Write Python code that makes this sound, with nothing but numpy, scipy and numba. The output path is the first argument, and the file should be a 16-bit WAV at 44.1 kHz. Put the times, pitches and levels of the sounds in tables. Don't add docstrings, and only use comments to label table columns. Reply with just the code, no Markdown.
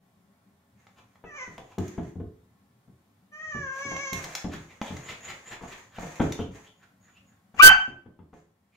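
import sys
import numpy as np
from scipy import signal
from scipy.fft import rfft, irfft, next_fast_len
from scipy.io import wavfile
from scipy.ndimage import uniform_filter1d, minimum_filter1d
from numba import njit

SR = 44100
rng = np.random.default_rng(int(sys.argv[2]) if len(sys.argv) > 2 else 0)


def dump_mix(stems):
    frames = np.atleast_2d(stems).T
    limited = np.clip(frames, -1, 1)
    pcm = np.round(limited * 32767).astype(np.int16)
    wavfile.write(sys.argv[1], SR, pcm)


N = 386316
T = np.arange(N) / SR


# time in seconds, pitch in Hz, mouth resonance in Hz.
MEW_PATH = [(1.24, 660, 2620), (1.285, 640, 2000), (1.325, 576, 1830), (1.362, 604, 2150),
            (1.41, 508, 1960), (1.47, 485, 1940)]
YOWL_PATH = [(3.315, 600, 1920), (3.44, 633, 1920), (3.51, 618, 1830), (3.533, 582, 1740), (3.6, 570, 1720),
             (3.69, 531, 1540), (3.77, 544, 1590), (3.84, 563, 1970), (3.94, 534, 1920), (4.02, 563, 2000),
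             (4.07, 534, 1980), (4.24, 540, 2120)]

def cat():
    mew = meow(MEW_PATH, db=-37, swell_s=.18, swell_db=15, release_s=.04, release_db=11,
               bright_db=-5, opens_db=3, jitter=.012, rasp_db=-10)
    yowl = meow(YOWL_PATH, db=-35.5, swell_s=.2, swell_db=8.5, release_s=.09, release_db=18,
                bright_db=2, opens_db=9, jitter=.0046, rasp_db=-25)
    return room(mew + yowl, wet_db=0, lag_s=.00013)


# centre in Hz, width in Hz, level in dB.
THROAT_RESONANCES = [(560, 260, -18.5), (1100, 280, -7.5), (3050, 600, -23.5), (4400, 900, -37),
                     (6100, 750, -12), (7000, 500, -23)]

def meow(path, db, swell_s, swell_db, release_s, release_db, bright_db, opens_db, jitter, rasp_db):
    on = gate(path, fade_s=.022)
    live = on > 0
    t = T[live]
    hz, mouth_hz = (c[live] for c in curves(path))
    effort_db = -swell_db * np.clip(1 - (t - path[0][0]) / swell_s, 0, 1)
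    effort_db -= release_db * np.clip(1 - (path[-1][0] - t) / release_s, 0, 1)
    mouth_octaves = np.log2(mouth_hz / 1900).clip(max=.1)
    treble_db = bright_db + 22 * mouth_octaves + .8 * effort_db
    treble_db += opens_db * np.linspace(-1, 0, len(t))
    hz = hz * (1 + jitter * wobble(170)[live] + .004 * wobble(30)[live])
    phase = 2 * np.pi * np.cumsum(hz) / SR
    throat = lambda f: sum(undb(level) * resonance(f, centre, width)
                           for centre, width, level in THROAT_RESONANCES)
    lips = lambda f: 1 / (1 + (f / 7600) ** 20)
    tone = np.zeros(len(t))
    for k in range(1, 16):
        f = k * hz
        opening = undb(treble_db * np.clip((f - 2200) / 1500, 0, 1))
        tone += (throat(f) + resonance(f, mouth_hz, 450)) * lips(f) * opening * np.sin(k * phase)
    tone /= np.sqrt(uniform_filter1d(tone ** 2, SR // 100) + 1e-9)
    airway = lambda f: (throat(f) + resonance(f, 1400, 600) / 2) * lips(f)
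    air = unit(shape(rng.standard_normal(len(t)), airway))
    rasp = undb(rasp_db + treble_db / 2) * air * (1 + np.cos(phase))
    out = np.zeros(N)
    out[live] = (tone + rasp) * undb(db + effort_db)
    return out * on


# time in seconds, pitch in Hz.
SHRIEK_PATH = [(7.595, 1195), (7.608, 1172), (7.614, 1490), (7.634, 1538), (7.683, 1540), (7.692, 1330),
               (7.706, 832), (7.72, 714)]

def shriek(top_db=9.8, db_per_octave=9, swell_db_per_s=92, break_at_s=7.617, collapse_at_s=7.681):
    hz, = curves(SHRIEK_PATH)
    octaves = np.log2(hz / hz.max())
    collapse = np.clip((T - collapse_at_s) / .007, 0, 1)
    db = top_db + db_per_octave * octaves - 14 * collapse
    db += swell_db_per_s * np.minimum(T - collapse_at_s, 0)
    db -= 15 * np.exp(-((T - break_at_s) / .0105) ** 2)
    jitter = .0045 + .028 * collapse
    rasp_db = -34 + 27.5 * collapse
    phase = 2 * np.pi * np.cumsum(hz * (1 + jitter * wobble(700))) / SR
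    octaves_per_s = abs(np.gradient(octaves)) * SR
    slide = uniform_filter1d(np.minimum(octaves_per_s / 25, 1), SR // 200)
    tone = np.sin(phase) + undb(-11.5 + 10 * slide) * np.sin(2 * phase + 1)
    tone += sum(undb(-29 - 6 * (k - 3)) * np.sin(k * phase) for k in range(3, 7))
    rasp = colour(rng.standard_normal(N), [
        (100, -8), (480, -23), (800, -12.5), (1250, -8), (1900, -7.5), (2800, -5.5),
        (3600, -27), (7200, -23), (8500, -43.5), (15000, -40)])
    start_s, start_hz = SHRIEK_PATH[0]
    spit = rasp * undb(-27) * np.exp(-abs(T - start_s) / .007)
    scream = (tone + undb(rasp_db) * rasp) * undb(db) * gate(SHRIEK_PATH, fade_s=.006)
    pan_db = np.interp(hz, [start_hz, hz.max()], [11, -9]) * (1 - collapse)
    return room(scream + spit, wet_db=-2.5, pan_db=pan_db, lag_s=.00016)


# start in seconds, level in dB, hardness in dB (more means more knock).
LANDINGS = [(1.238, -57, 18.5), (1.472, -48, 1), (1.58, -52.5, 14.5), (1.78, -27.5, -2), (1.978, -32, 1),
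            (2.155, -40, -11), (2.199, -38.5, -5), (2.876, -56, -3), (3.545, -38.5, -3), (3.85, -43.5, 3),
            (3.914, -42, 7), (4.124, -37.5, 1), (4.242, -51, 15), (4.441, -32.5, 2.5), (4.529, -45, -12),
            (4.903, -37.5, 1), (5.609, -51, 13.5), (5.632, -53, 19), (5.981, -44, 8), (6.029, -43, 10),
            (6.197, -21, 5.5), (6.39, -31, 2.5), (6.478, -46, -10), (7.541, -55, 12), (7.876, -38, 4),
            (8.058, -44, 0), (8.189, -42.5, 0), (8.329, -46.5, 7)]
# pitch in Hz, level in dB, seconds to fade by 60 dB.
BOARD_NOTES = [(152, -7.5, 0.13), (193.5, -1, 0.11), (215, -2, 0.17), (306, 0, 0.23), (349.8, -3, 0.27),
               (424, -10.5, 0.55), (496, -14, .2), (605.7, -17.5, .22)]
# frequency in Hz, level in dB.
THUD_TONE = [(21, -38), (35, -29), (80, 0), (210, 3.5), (267, -1.5), (403, -7), (463, -12.5), (518, -17.5),
             (700, -18), (910, -63.5), (1540, -120)]
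KNOCK_TONE = [(240, -10.5), (400, -11), (819, -12.5), (1210, -20.5), (1690, -25.5), (2350, -34),
              (3500, -37.5), (4550, -62.5), (7700, -120)]

def thumps(ring_db=-13, joist_hz=135):
    out, t = np.zeros(N), T[:SR // 2]
    start_at = lambda x, db: x * undb(db) / np.sqrt(np.mean(x[:SR // 30] ** 2))
    rise = lambda seconds: 1 - np.exp(-t / seconds)
    for s, db, hard_db in LANDINGS:
        noise = rng.standard_normal((2, len(t)))
        thud = colour(noise[0], THUD_TONE)
        low = shape(thud, lambda f: 1 / (1 + (f / joist_hz) ** 8))
        joists = low * fall(t, t60=.19) * rise(.018)
        joist_db = -3 - .5 * hard_db
        boards = unit(thud - low) * fall(t, t60=.091) + undb(ring_db) * ring(BOARD_NOTES, t)
        boards *= rise(.003)
        knock = colour(noise[1], KNOCK_TONE) * fall(t, t60=.085) * rise(.002)
        landing = start_at(joists, joist_db) + start_at(boards, 0) + undb(hard_db + 2) * knock
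        add(out, s, undb(db) * landing)
    return room(out, wet_db=.5, pan_db=3.5)


# pitch in Hz, level in dB, seconds to fade by 60 dB.
LEDGE_NOTES = [(226, 0, .13), (275, -6, .07), (888, -2, .06), (1010, -4, .04), (1290, -6, .035),
               (2110, -11, .04), (2420, -11, .03), (3150, -12, .03)]

def ledge_rap(start_s=4.8145, db=-27):
    out = np.zeros(N)
    add(out, start_s, undb(db) * ring(LEDGE_NOTES, T[:SR // 2], scatter_db=1))
    return room(out, wet_db=-11)


# start in seconds, level in dB, treble tilt in dB per tenfold frequency.
CLAW_STRIKES = [(0.8686, -45.5, -16), (1.1557, -49.5, -20), (1.5807, -37, -14), (1.784, -37.5, 13),
                (1.8806, -43, 14), (3.9647, -33, -6), (4.131, -27.5, 16), (4.2413, -30, 10),
                (4.3519, -23.5, 12), (4.815, -28.5, -12.5), (4.9677, -36, -3), (5.9854, -31, -22),
                (6.3228, -29, 10)]
# frequency in Hz, level in dB.
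CLAW_TONE = [(410, -26), (700, 2), (1320, -6), (2110, -1), (2630, -6), (3630, -5.5), (4470, -12.5),
             (6680, -6), (8320, -25), (15500, -26.5)]

def claws(gain_db=2):
    out, t = np.zeros(N), T[:SR // 8]
    for s, db, tilt_db in CLAW_STRIKES:
        tilted = [(hz, level + tilt_db * np.log10(hz / 2000)) for hz, level in CLAW_TONE]
        tick = colour(rng.standard_normal(len(t)), tilted)
        add(out, s, undb(db + gain_db) * tick * fall(t, t60=.023))
    return room(out, wet_db=.5)


# puff time in seconds, puff level in dB, muzzle resonance in Hz, level of the in-breath in
# dB.
BREATHS = [(0.99, -53.5, 1150, -85), (1.72, -53, 850, -75), (4.54, -40.5, 1730, -62),
           (4.71, -51.5, 2150, -76), (4.88, -43, 3320, -68), (5.108, -38, 2070, -47),
           (5.3, -38, 1990, -42.5), (5.526, -40.5, 1880, -47), (5.728, -43.5, 1910, -54),
           (5.962, -44.5, 1590, -70), (6.409, -44.5, 3100, -72), (6.675, -55.5, 3130, -80),
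           (6.831, -56.5, 1550, -74), (7.09, -60, 1700, -63), (7.174, -60, 2680, -70),
           (7.33, -68, 1650, -68), (8.75, -58, 2300, -90)]
# frequency in Hz, level in dB.
SNOUT_TONE = [(180, -8), (300, -5), (474, -7.5), (884, -5.5), (1370, -5.5), (1970, -17.5), (2440, -4.5),
              (2650, -6), (3490, -10), (5260, -21), (6950, -13.5), (8320, -29), (15000, -31.5)]

def snuffles(gain_db=.3, flutter_db=2, whistle_hz=6900, rise_hz_per_s=4000, intake_lead_s=.045):
    out, t = np.zeros(N), T[:SR // 2] - .25
    intake_t = t + intake_lead_s
    swell = lambda t, half_width_s: 1 / np.cosh(2 * t / half_width_s)
    loudest_db = max(row[1] for row in BREATHS)
    for s, puff_db, muzzle_hz, intake_db in BREATHS:
        noise = rng.standard_normal((3, len(t)))
        hiss = undb(.3 * (puff_db - loudest_db)) * colour(noise[0], SNOUT_TONE)
        muzzle = unit(shape(noise[1], lambda f: resonance(f, muzzle_hz, 640)))
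        air = hiss + undb(-2.5) * muzzle
        hz = whistle_hz * (1 + .012 * rng.standard_normal()) + rise_hz_per_s * intake_t
        waver = shape(noise[2], lambda f: resonance(f, 0, 330))
        whistle = unit(waver * np.sin(2 * np.pi * np.cumsum(hz) / SR))
        intake = undb(intake_db) * (whistle + undb(-3) * air) * swell(intake_t, .028)
        puff = undb(puff_db) * air * swell(t, .024)
        add(out, s - .25, intake + puff)
    return room(out * undb(gain_db + flutter_db * wobble(150)), wet_db=2)


# start in seconds, length in seconds, level in dB.
STROKES = [(.76, .4, -77), (1.41, .3, -66), (1.785, .3, -61), (3.72, .42, -58), (4.135, .27, -51.5),
           (4.52, .24, -62), (4.812, .22, -53.5), (5.13, .4, -61), (5.61, .22, -57), (5.985, .22, -50.5),
           (6.2, .16, -54), (6.51, .13, -57.5), (7.54, .015, -57), (8.325, .07, -66.5)]
# frequency in Hz, level in dB.
FUR_TONE = [(240, -42.5), (400, -10.5), (643, -4), (715, -6.5), (1260, -8.5), (1380, -8.5), (1590, -7),
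            (1790, -3.5), (1960, -6), (3680, -18), (5390, -21), (6580, -10), (8400, -25), (15500, -31)]

def rubbing(gain_db=7, grain_db=5, grains_per_s=2500, slip_db=2, sag_db=7):
    level = np.zeros(N)
    for s, length, db in STROKES:
        t = T - s
        bite = np.clip(t / .012, 0, 1)
        weaken = undb(-sag_db * np.clip(t / length, 0, 1))
        let_go = np.clip(1 + (length - t) / .03, 0, 1)
        level += undb(db) * bite * weaken * let_go
    grains = (rng.random(N) < grains_per_s / SR) * rng.standard_normal(N)
    grains *= undb(grain_db * np.minimum(rng.exponential(size=N), 3))
    return room(colour(grains, FUR_TONE) * level * undb(gain_db + slip_db * wobble(60)), wet_db=6.5)


# frequency in Hz, level in dB.
HUSH_TONE = [(15, -45.5), (25, -35.5), (104, 2.5), (160, -13), (188, -4), (340, -18), (378, -19.5),
             (482, -25.5), (666, -23), (919, -25), (1270, -28), (3830, -38), (6730, -41.5), (15500, -40)]

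def hush(db=-59.5, waver_db=3):
    air = colour(rng.standard_normal(N), HUSH_TONE)
    low = shape(air, lambda f: 1 / (1 + (f / 400) ** 4))
    rumble = low * undb(waver_db * wobble(54) - 6)
    return room(air - low + rumble, wet_db=12) * undb(db)


# frequency in Hz, seconds to fade by 60 dB.
ROOM_DECAY = [(100, 0.34), (500, 0.46), (1500, 0.38), (3000, 0.37), (7000, 0.38), (14000, .25)]

def room(x, wet_db, pan_db=0, lag_s=0, alike_hz=420):
    t = T[:SR * 3 // 4]
    log_hz, log_t60 = np.log(np.transpose(ROOM_DECAY))
    mid, side = rng.standard_normal((2, len(t)))
    apart = lambda f: np.pi / 4 * f ** 2 / (f ** 2 + alike_hz ** 2)
    shared = shape(mid, lambda f: np.cos(apart(f)))
    opposed = shape(side, lambda f: np.sin(apart(f)))
    noise = np.array([shared + opposed, shared - opposed])
    tail = sum(shape(noise, lambda f: np.interp(np.log(f), log_hz, band)) * fall(t, t60)
               for band, t60 in zip(np.eye(len(log_hz)), np.exp(log_t60)))
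    tail = unit(tail * np.clip(t / .0024, 0, 1)) / np.sqrt(len(t))
    echo = signal.oaconvolve(x[None], tail, axes=1)[:, :N]
    direct = np.array([x * undb(pan_db / 2), np.roll(x * undb(-pan_db / 2), round(lag_s * SR))])
    return (direct + undb(wet_db) * echo) / np.hypot(1, undb(wet_db))


def undb(db):
    return 10 ** (np.asarray(db) / 20)


def unit(x):
    return x / np.sqrt(np.mean(x ** 2) + 1e-20)


def curves(rows):
    s, *columns = np.transpose(rows)
    return [np.interp(T, s, c) for c in columns]


def gate(rows, fade_s):
    return np.clip((T - rows[0][0]) / fade_s, 0, 1) * np.clip((rows[-1][0] - T) / fade_s + 1, 0, 1)


def shape(x, gain_at):
    n = x.shape[-1]
    size = next_fast_len(n)
    return irfft(rfft(x, size) * gain_at(np.fft.rfftfreq(size, 1 / SR) + 1), size)[..., :n]


def colour(x, points):
    hz, db = np.transpose(points)
    return unit(shape(x, lambda f: undb(np.interp(np.log(f), np.log(hz), db))))


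def resonance(f, hz, width):
    return 1 / (1 + (2 * (f - hz) / width) ** 2)


def wobble(rate):
    k = max(int(SR / rate), 2)
    steps = np.repeat(rng.standard_normal(N // k + 1), k)
    return unit(uniform_filter1d(steps, k)[:N])


def add(track, s, sound):
    i = max(int(s * SR), 0)
    track[..., i:i + sound.shape[-1]] += sound[..., :N - i]


def fall(t, t60):
    return np.exp(-np.log(1000) * t / t60)


def ring(notes, t, scatter_db=2):
    out = np.zeros(len(t))
    for hz, db, t60 in notes:
        gain = undb(db + scatter_db * rng.standard_normal()) * rng.choice([-1, 1])
        detune = 1 + .021 * rng.standard_normal()
        out += gain * fall(t, t60) * np.sin(2 * np.pi * hz * detune * t)
    return out


@njit
def follow(x, attack, release):
    out, level = np.empty(len(x)), 0.
    for i in range(len(x)):
        level += (x[i] - level) * (attack if x[i] > level else release)
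        out[i] = level
    return out


def scene():
    return cat() + shriek() + thumps() + ledge_rap() + claws() + rubbing() + snuffles() + hush()


def record(dry, threshold=.9, attack_s=.036, release_s=4.0, top_hz=15650):
    loudness = follow(abs(dry).max(axis=0), 1 / (attack_s * SR), 1 / (release_s * SR))
    x = dry / np.maximum(loudness / threshold, 1)
    ceiling, hold = np.array([[.98], [1.04]]), SR // 400
    limiter_gain = minimum_filter1d(ceiling / np.maximum(abs(x), ceiling), hold)
    x = x * uniform_filter1d(limiter_gain, hold)
    x = (x + 1) % 2 - 1
    return signal.sosfilt(signal.ellip(10, .2, 80, top_hz, fs=SR, output="sos"), x)


dry = scene()
out = record(dry)
dump_mix(out)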